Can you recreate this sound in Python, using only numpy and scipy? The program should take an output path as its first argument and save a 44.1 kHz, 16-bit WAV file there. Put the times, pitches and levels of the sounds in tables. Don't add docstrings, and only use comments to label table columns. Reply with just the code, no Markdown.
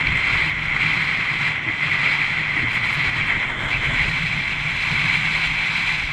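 import sys
import numpy as np
from scipy import signal
from scipy.fft import rfft, irfft, next_fast_len
from scipy.io import wavfile
from scipy.ndimage import uniform_filter1d

SR = 44100
rng = np.random.default_rng(int(sys.argv[2]) if len(sys.argv) > 2 else 0)


def to_linear_factor(level_db):
    exponent = np.asarray(level_db, float) / 20
    return 10 ** exponent


def generate_wav(signal):
    frames = np.transpose(np.atleast_2d(signal))
    scaled = np.clip(frames, -1, 1) * 32767
    pcm = np.round(scaled).astype(np.int16)
    wavfile.write(sys.argv[1], SR, pcm)


N = 269892

# time in seconds, weight pressing it down in dB, crustiness of the snow in dB.
CONTACT = [(0.0, 1, -1.5), (0.15, 2, -3), (0.32, 3, 0.7), (0.49, 1.7, -0.5), (0.54, -1.5, -6.5),
           (0.72, 0.6, -3.5), (0.83, 2.5, 0.7), (1.0, 0.8, 1.2), (1.2, 1, -1.2), (1.38, -1.5, -1),
           (1.47, 2.5, 2.1), (1.6, -2.5, -8.6), (1.8, 0, -2.4), (2.06, 3.5, 0.5), (2.3, 0.6, -0.5),
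           (2.5, -0.5, -3.8), (2.68, 0.4, -0.9), (2.9, -0.5, 0.6), (3.1, -2, 1.2), (3.3, 3.5, -3),
           (3.56, -1.2, -5.5), (3.75, 1.3, -1.6), (4.0, 2, 2.2), (4.25, -2.5, 2.4), (4.58, -1, -0.5),
           (4.8, -2.5, 3.5), (5.05, 1.1, 3.5), (5.3, 1, 5.5), (5.55, -2, 1.7), (5.85, -0.3, 5),
           (6.12, -4.5, 0.3)]
# time in seconds, level of the rumble in dB before the lurches.
BUMPY = [(0.0, -34), (0.31, -39.5), (2.44, -41.5), (2.74, -37.5), (3.56, -38), (3.94, -34.5), (4.69, -39),
         (4.99, -40.5), (6.12, -47.5)]
# middle in seconds, dB added to the rumble.
LURCHES = [(.03, 4), (.15, 3), (.24, -2), (.33, 6), (.68, -1), (1.28, -2), (1.69, 5), (2.08, 5), (2.23, -6),
           (2.28, 6), (2.64, 8), (2.78, 6), (3.08, 6), (3.2, 6), (3.37, 7), (3.49, -6), (3.61, -1.5),
           (3.85, -1), (4.07, 9.5), (4.93, 8), (5.39, 7), (5.61, -2), (6.1, 5)]
LURCH_S = 0.023
SHIFT_S = [3.2, 3.9]


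def rms_one(x):
    return x / np.sqrt(np.mean(x ** 2) + 1e-20)


def evened(x, seconds):
    return x / np.sqrt(uniform_filter1d(x ** 2, int(seconds * SR)) + 1e-20)


def in_time(rows):
    s, *columns = np.transpose(rows)
    return [np.interp(np.arange(N) / SR, s, c) for c in columns]


def humps(rows, width_s):
    t = np.arange(0, N + 40, 40) / SR
    bells = sum(db * np.exp(-.5 * ((t - s) / width_s) ** 2) for s, db in rows)
    return np.interp(np.arange(N) / SR, t, bells)


def drift(rate_hz):
    r = np.exp(-80 * np.pi * rate_hz / SR)
    noise = rng.standard_normal(N // 40 + 2002)
    slow = signal.lfilter([1], [1, -2 * r, r * r], noise)[2000:]
    return np.interp(np.arange(N) / 40, np.arange(len(slow)), rms_one(slow - slow.mean()))


def peak(hz, width_hz, db):
    g, c, k = to_linear_factor(db / 2), -2 * np.cos(2 * np.pi * hz / SR), np.pi * width_hz / SR
    return [1 + k * g, c, 1 - k * g], [1 + k / g, c, 1 - k / g]


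def resonance(x, hz, width_hz):
    r = np.exp(-np.pi * width_hz / SR)
    top = np.array([1, 0, -1]) * (1 - r * r) / 2
    return signal.lfilter(top, [1, -2 * r * np.cos(2 * np.pi * hz / SR), r * r], x + 1e-18)


def rider_shift():
    return np.interp(np.arange(N) / SR, SHIFT_S, [0, 1])


def case(x):
    # pitch in Hz, width in Hz, dB before the shift, dB after it.
    resonances = [(378, 120, -2, -4), (640, 210, -1.5, 0), (780, 61, 3, 2), (1265, 190, -1, -4.5),
                  (1705, 59, 4.5, 2.5), (1765, 174, -6.5, -5.5), (2050, 410, 11, 11.5),
                  (2317, 300, 7.5, 12), (2620, 280, 3.5, 8.5), (2977, 200, -5, -3), (3130, 200, 7, 3),
                  (3480, 180, 0.5, 0.5), (3760, 185, -11, -10), (4013, 230, 4, 5.5), (4610, 140, -4, -4.5),
                  (5090, 250, 5, 4.5), (5180, 200, -8.5, -5.5), (5850, 160, 1.5, -5), (5950, 260, -5, 4),
                  (7000, 300, 5, -3), (7380, 600, 1, 5.5), (7880, 400, 5, -1), (8320, 260, -4, -7),
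                  (8670, 510, 1.5, 5), (9800, 300, -2, -5), (10700, 300, 2, -6.5), (11300, 610, 4.5, 4),
                  (12000, 400, -8, -6), (13350, 510, 6.5, 6.5), (13800, 300, 1, -7)]
    before, after = x, x
    for hz, width_hz, before_db, after_db in resonances:
        before = signal.lfilter(*peak(hz, width_hz, before_db), before)
        after = signal.lfilter(*peak(hz, width_hz, after_db), after)
    shifted = rider_shift()
    return (1 - shifted) * before + shifted * after


def part_levels():
    # base level in dB, dB per dB of weight, dB per dB of crust,
    # dB added after the shift, dB added when fully muffled.
    parts = [(-42, 0.76, 0, -1, 6), (-32.5, 0.76, 0.3, -0.16, 2), (-26.5, 1.2, -0.02, -0.4, -2.5),
             (-27, 0.93, 0.59, .95, -11), (-36, .6, 0.45, 0.56, 1.5), (-40.5, 0.42, 1.36, -0.35, -6.5),
             (-55, .05, 0.85, .1, -3.5), (-55, 0.55, .92, 1.5, 2.5), (-64.5, .3, 1.24, -1.2, 0.5)]
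    # middle in seconds, extra weight in dB.
    digs = [(.41, 2), (.52, -2), (1.02, 0), (1.31, 1), (1.7, 3), (1.77, -2), (1.84, 2.9), (2.18, -2.8),
            (2.22, 2.3), (2.3, -1.8), (2.39, 2), (2.58, 3.5), (2.75, 1), (2.88, 2.5), (3.01, 3), (3.07, 5),
            (3.26, -2.9), (3.8, -3), (4.11, -4.5), (4.43, -1.5), (4.57, -2.5), (4.65, -1), (4.74, -0.5),
            (5.21, -1.8), (5.31, -3), (5.59, 2.5), (5.9, 2.3)]
    # middle in seconds, extra crust in dB.
    patches = [(.64, 2.5), (1.78, -1.5), (2.13, 2.5), (2.43, -1.4), (2.67, -5), (2.82, -2), (3.11, -3),
               (3.63, 3.5), (3.7, 3.5), (3.87, 0.5), (3.92, -1.5), (4.73, -0.7), (5.23, -3), (5.29, -2.5),
               (5.46, 1.6), (5.85, -2.5)]
    # time in seconds, share from 0 to 1.
    muffling = [(3.1, 0), (3.3, 0.16), (3.47, 0.26), (3.52, 0.75), (3.58, 0.87), (3.62, 0.8), (3.68, 1),
                (3.73, .0), (3.83, 0.45), (3.87, 0.36), (3.92, 0.74), (3.97, 0.05)]
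    # middle in seconds, dB.
    wavers = [(.1, -2), (.25, 1.5), (.62, 1.5), (1.02, -5), (1.28, 0), (1.62, 0), (1.84, -1.5), (2.06, 1.5),
              (2.23, 2), (2.61, 0.5), (2.645, -7), (2.9, 2.5), (3.22, 4), (3.27, 2), (3.32, -2.5),
              (3.44, 0), (3.75, 5), (3.87, 3), (3.905, -2.5), (4.01, -4.5), (4.045, 0.5), (4.11, -3.5),
              (4.4, 0), (4.46, -1), (4.53, 5.5), (4.6, -2.5), (4.69, 2), (4.74, -4)]
    # middle in seconds, dB added to the fine spray.
    sprays = [(.17, 6), (2.59, 3), (2.72, 4), (2.755, 6), (2.86, 4), (2.9, 2), (2.94, 9), (3.28, 6),
              (3.5, 4.5)]

    weight, crust = in_time(CONTACT)
    weight = weight + humps(digs, 0.019)
    crust = crust + humps(patches, 0.022)
    shifted = rider_shift()
    muffled, = in_time(muffling)
    levels = []
    for db, per_weight, per_crust, after_db, muffled_db in parts:
        follows_snow = db + per_weight * weight + per_crust * crust
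        rider_moves = after_db * shifted + muffled_db * muffled
        own_sway = 0.52 * drift(8)
        levels.append(follows_snow + rider_moves + own_sway)

    bumps, = in_time(BUMPY)
    levels[0] = levels[0] + 0.32 * (bumps - bumps.mean() + humps(LURCHES, LURCH_S))
    waver = humps(wavers, 0.01)
    levels[2] = levels[2] - waver
    levels[3] = levels[3] + waver
    spray = humps(sprays, 0.016)
    levels[-2] = levels[-2] + 0.44 * spray
    levels[-1] = levels[-1] + spray
    return levels


def scrape():
    # pitch in Hz, level in dB.
    colour_rows = [(200, -16), (330, -18), (550, -24.5), (1000, -11), (1600, -9), (2600, -15.5),
                   (3500, -17), (4500, -35.5), (5500, -39), (8000, -42), (10000, -50), (12000, -59),
                   (14300, -60.5), (15300, -67)]
    edges_hz = [180, 700, 1780, 2190, 2900, 3730, 5150, 6300, 9000, 16500]
    levels = part_levels()
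    clumps = to_linear_factor(2.0 * drift(25) + 1.5 * drift(90))
    born = rng.random(N) < 5000 * clumps / SR
    sizes = to_linear_factor(1.5 * np.minimum(rng.exponential(1, N), 6))
    snaps = born * sizes * rng.choice([-1, 1], N)
    rush = rms_one(snaps) + 0.83 * rng.standard_normal(N)

    size = next_fast_len(N)
    hz = np.maximum(np.fft.rfftfreq(size, 1 / SR), 1)
    colour_hz, colour_db = np.transpose(colour_rows)
    colour = to_linear_factor(np.interp(np.log(hz), np.log(colour_hz), colour_db))
    heard = rfft(case(rush), size) * colour
    below = [1 / (1 + (hz / edge) ** 40) for edge in edges_hz]
    out = 0
    for k, level_db in enumerate(levels):
        zone = irfft(heard * (below[k + 1] - below[k]), size)[:N]
        flicker_db = 0.69 * drift(30)
        out = out + evened(zone, 0.14) * to_linear_factor(level_db + flicker_db)
    return out


def hull():
    # pitch in Hz, width in Hz before the drone widens it, level in dB within the drone.
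    modes = [(115, 25, -0.5), (144, 30.7, 8), (255.3, 31, -11.5), (306, 76, -29)]
    # time in seconds, pitch in Hz, used relative to its mean.
    tune = [(0, 146), (.95, 150), (2.05, 139.9), (2.4, 149.8), (2.7, 128.1), (3.0, 144), (3.9, 126.1),
            (4.2, 150.2), (4.95, 144), (5.3, 153.8), (6.12, 146)]
    # middle in seconds, dB added to the drone.
    rocks = [(.09, 6), (.24, -12), (.47, 4), (.63, 5), (.85, 6.5), (.97, 8), (1.26, -9), (1.33, 6),
             (1.45, 3.5), (1.62, -1), (1.75, -2), (1.86, 5), (2.03, 4), (2.3, -1), (2.39, 2), (2.97, 6),
             (3.14, -16), (3.2, 9.5), (3.3, -3), (3.37, 2), (3.52, -10), (3.77, 5), (3.83, -6), (3.9, 10.5),
             (4.02, 4), (4.14, 4), (4.19, -2), (4.25, 9.5), (4.37, 9), (4.48, -11), (4.54, 5), (4.67, 5),
             (4.8, -9), (4.93, 9), (5.05, 10), (5.2, 7), (5.32, 5), (5.5, 4), (5.9, 1)]
    # start in seconds, level in dB, pitch in Hz around which the modes ring most.
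    thumps = [(.072, -26, 150), (.459, -28, 300), (1.664, -24, 320), (1.679, -21, 310), (1.813, -31, 150),
              (2.567, -23, 300), (2.628, -18, 250), (3.056, -26, 250), (3.191, -31, 130), (3.49, -27, 270)]

    shake = rng.standard_normal(N) * to_linear_factor(0.5 * drift(10))
    drone = 0
    for hz, width_hz, db in modes:
        wide = 1.13 * width_hz
        drone = drone + to_linear_factor(db) * resonance(resonance(shake, hz, wide), hz, wide)
    drone = evened(drone, 0.15)
    tune_hz, = in_time(tune)
    drone = np.interp(np.cumsum(tune_hz / tune_hz.mean()), np.arange(N), drone)
    weight = in_time(CONTACT)[0]
    out = to_linear_factor(-37 + 0.21 * weight + humps(rocks, 0.03)) * drone

    t = np.arange(4000) / SR
    swell = t / 0.013 * np.exp(1 - t / 0.0066)
    strengths_db = rng.normal(0, 1.8, (len(thumps), len(modes)))
    for (s, db, struck_hz), mode_db in zip(thumps, strengths_db):
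        thud = 0
        for (hz, _, _), strength in zip(modes, mode_db):
            off_pitch_db = 20 * abs(np.log2(hz / struck_hz))
            thud = thud + to_linear_factor(strength - off_pitch_db) * np.sin(2 * np.pi * hz * t)
        start = round(s * SR)
        out[start:start + 4000] += to_linear_factor(db) * swell * thud
    return out


def rumble():
    rocking = resonance(resonance(rng.standard_normal(N), 108, 66), 108, 66)
    return to_linear_factor(in_time(BUMPY)[0] + humps(LURCHES, LURCH_S)) * evened(rocking, 0.36)


def wind():
    # time in seconds, level of the wind in dB before the lurches.
    gust_levels = [(0.0, -46), (0.08, -30), (0.27, -40), (0.31, -34.5), (0.66, -39.5), (0.68, -32.5),
                   (0.82, -41.5), (1.77, -49), (3.54, -37.5), (4.07, -30), (4.09, -38), (5.42, -41),
                   (5.52, -33), (5.71, -49), (5.79, -39), (5.98, -42), (6.05, -29), (6.12, -46)]
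    band = signal.butter(2, [16, 65], "band", fs=SR, output="sos")
    gusts = signal.sosfilt(band, rng.standard_normal(N + SR))[SR:]
    lumpy = evened(gusts * to_linear_factor(1.2 * drift(11.0)), 0.18)
    return to_linear_factor(in_time(gust_levels)[0] + 0.41 * humps(LURCHES, LURCH_S)) * lumpy


def ticks():
    # start in seconds, level of the ring in dB, pitch of the ring in Hz, level of the crack in dB.
    lumps = [(.0700, -4.5, 2240, -56), (0.071, -18.5, 4120, -55), (.1715, -30, 7600, -53),
             (.413, -34, 7900, -71), (.4948, -50, 14500, -45), (1.685, -17, 2290, -78),
             (2.6868, -44, 9800, -62), (2.7167, -42, 9000, -57), (2.7494, -38, 13200, -53),
             (2.8594, -48, 9200, -63), (2.9402, -35, 10700, -51.5), (3.215, -55, 12000, -70),
             (3.3029, -45, 13500, -65), (3.599, -44, 5600, -69), (4.113, -15, 1870, -87),
             (4.222, -8, 2140, -80)]
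    t, out = np.arange(1200) / SR, np.zeros(N + 1200)
    noises = rng.standard_normal((len(lumps), 1200))
    for (s, ring_db, hz, crack_db), noise in zip(lumps, noises):
        crack = np.diff(noise * np.exp(-t / .0009), 2, prepend=[0, 0])
        swell_and_fade = (1 - np.exp(-(t * hz) ** 2)) * np.exp(-t * hz / 7.5)
        ring = np.sin(2 * np.pi * hz * t) * swell_and_fade
        start = round(s * SR)
        out[start:start + 1200] += to_linear_factor(crack_db) * crack - to_linear_factor(ring_db) * ring
    return out[:N]


def scene():
    return (scrape() + hull() + rumble() + wind() + ticks())[None]


def low_pass(x):
    return signal.sosfilt(signal.butter(12, 15100, fs=SR, output="sos"), x)


def record(dry):
    top = signal.sosfilt(signal.butter(8, 14700, fs=SR, output="sos"), dry)
    return low_pass(top)


dry = scene()
out = record(dry)
generate_wav(out)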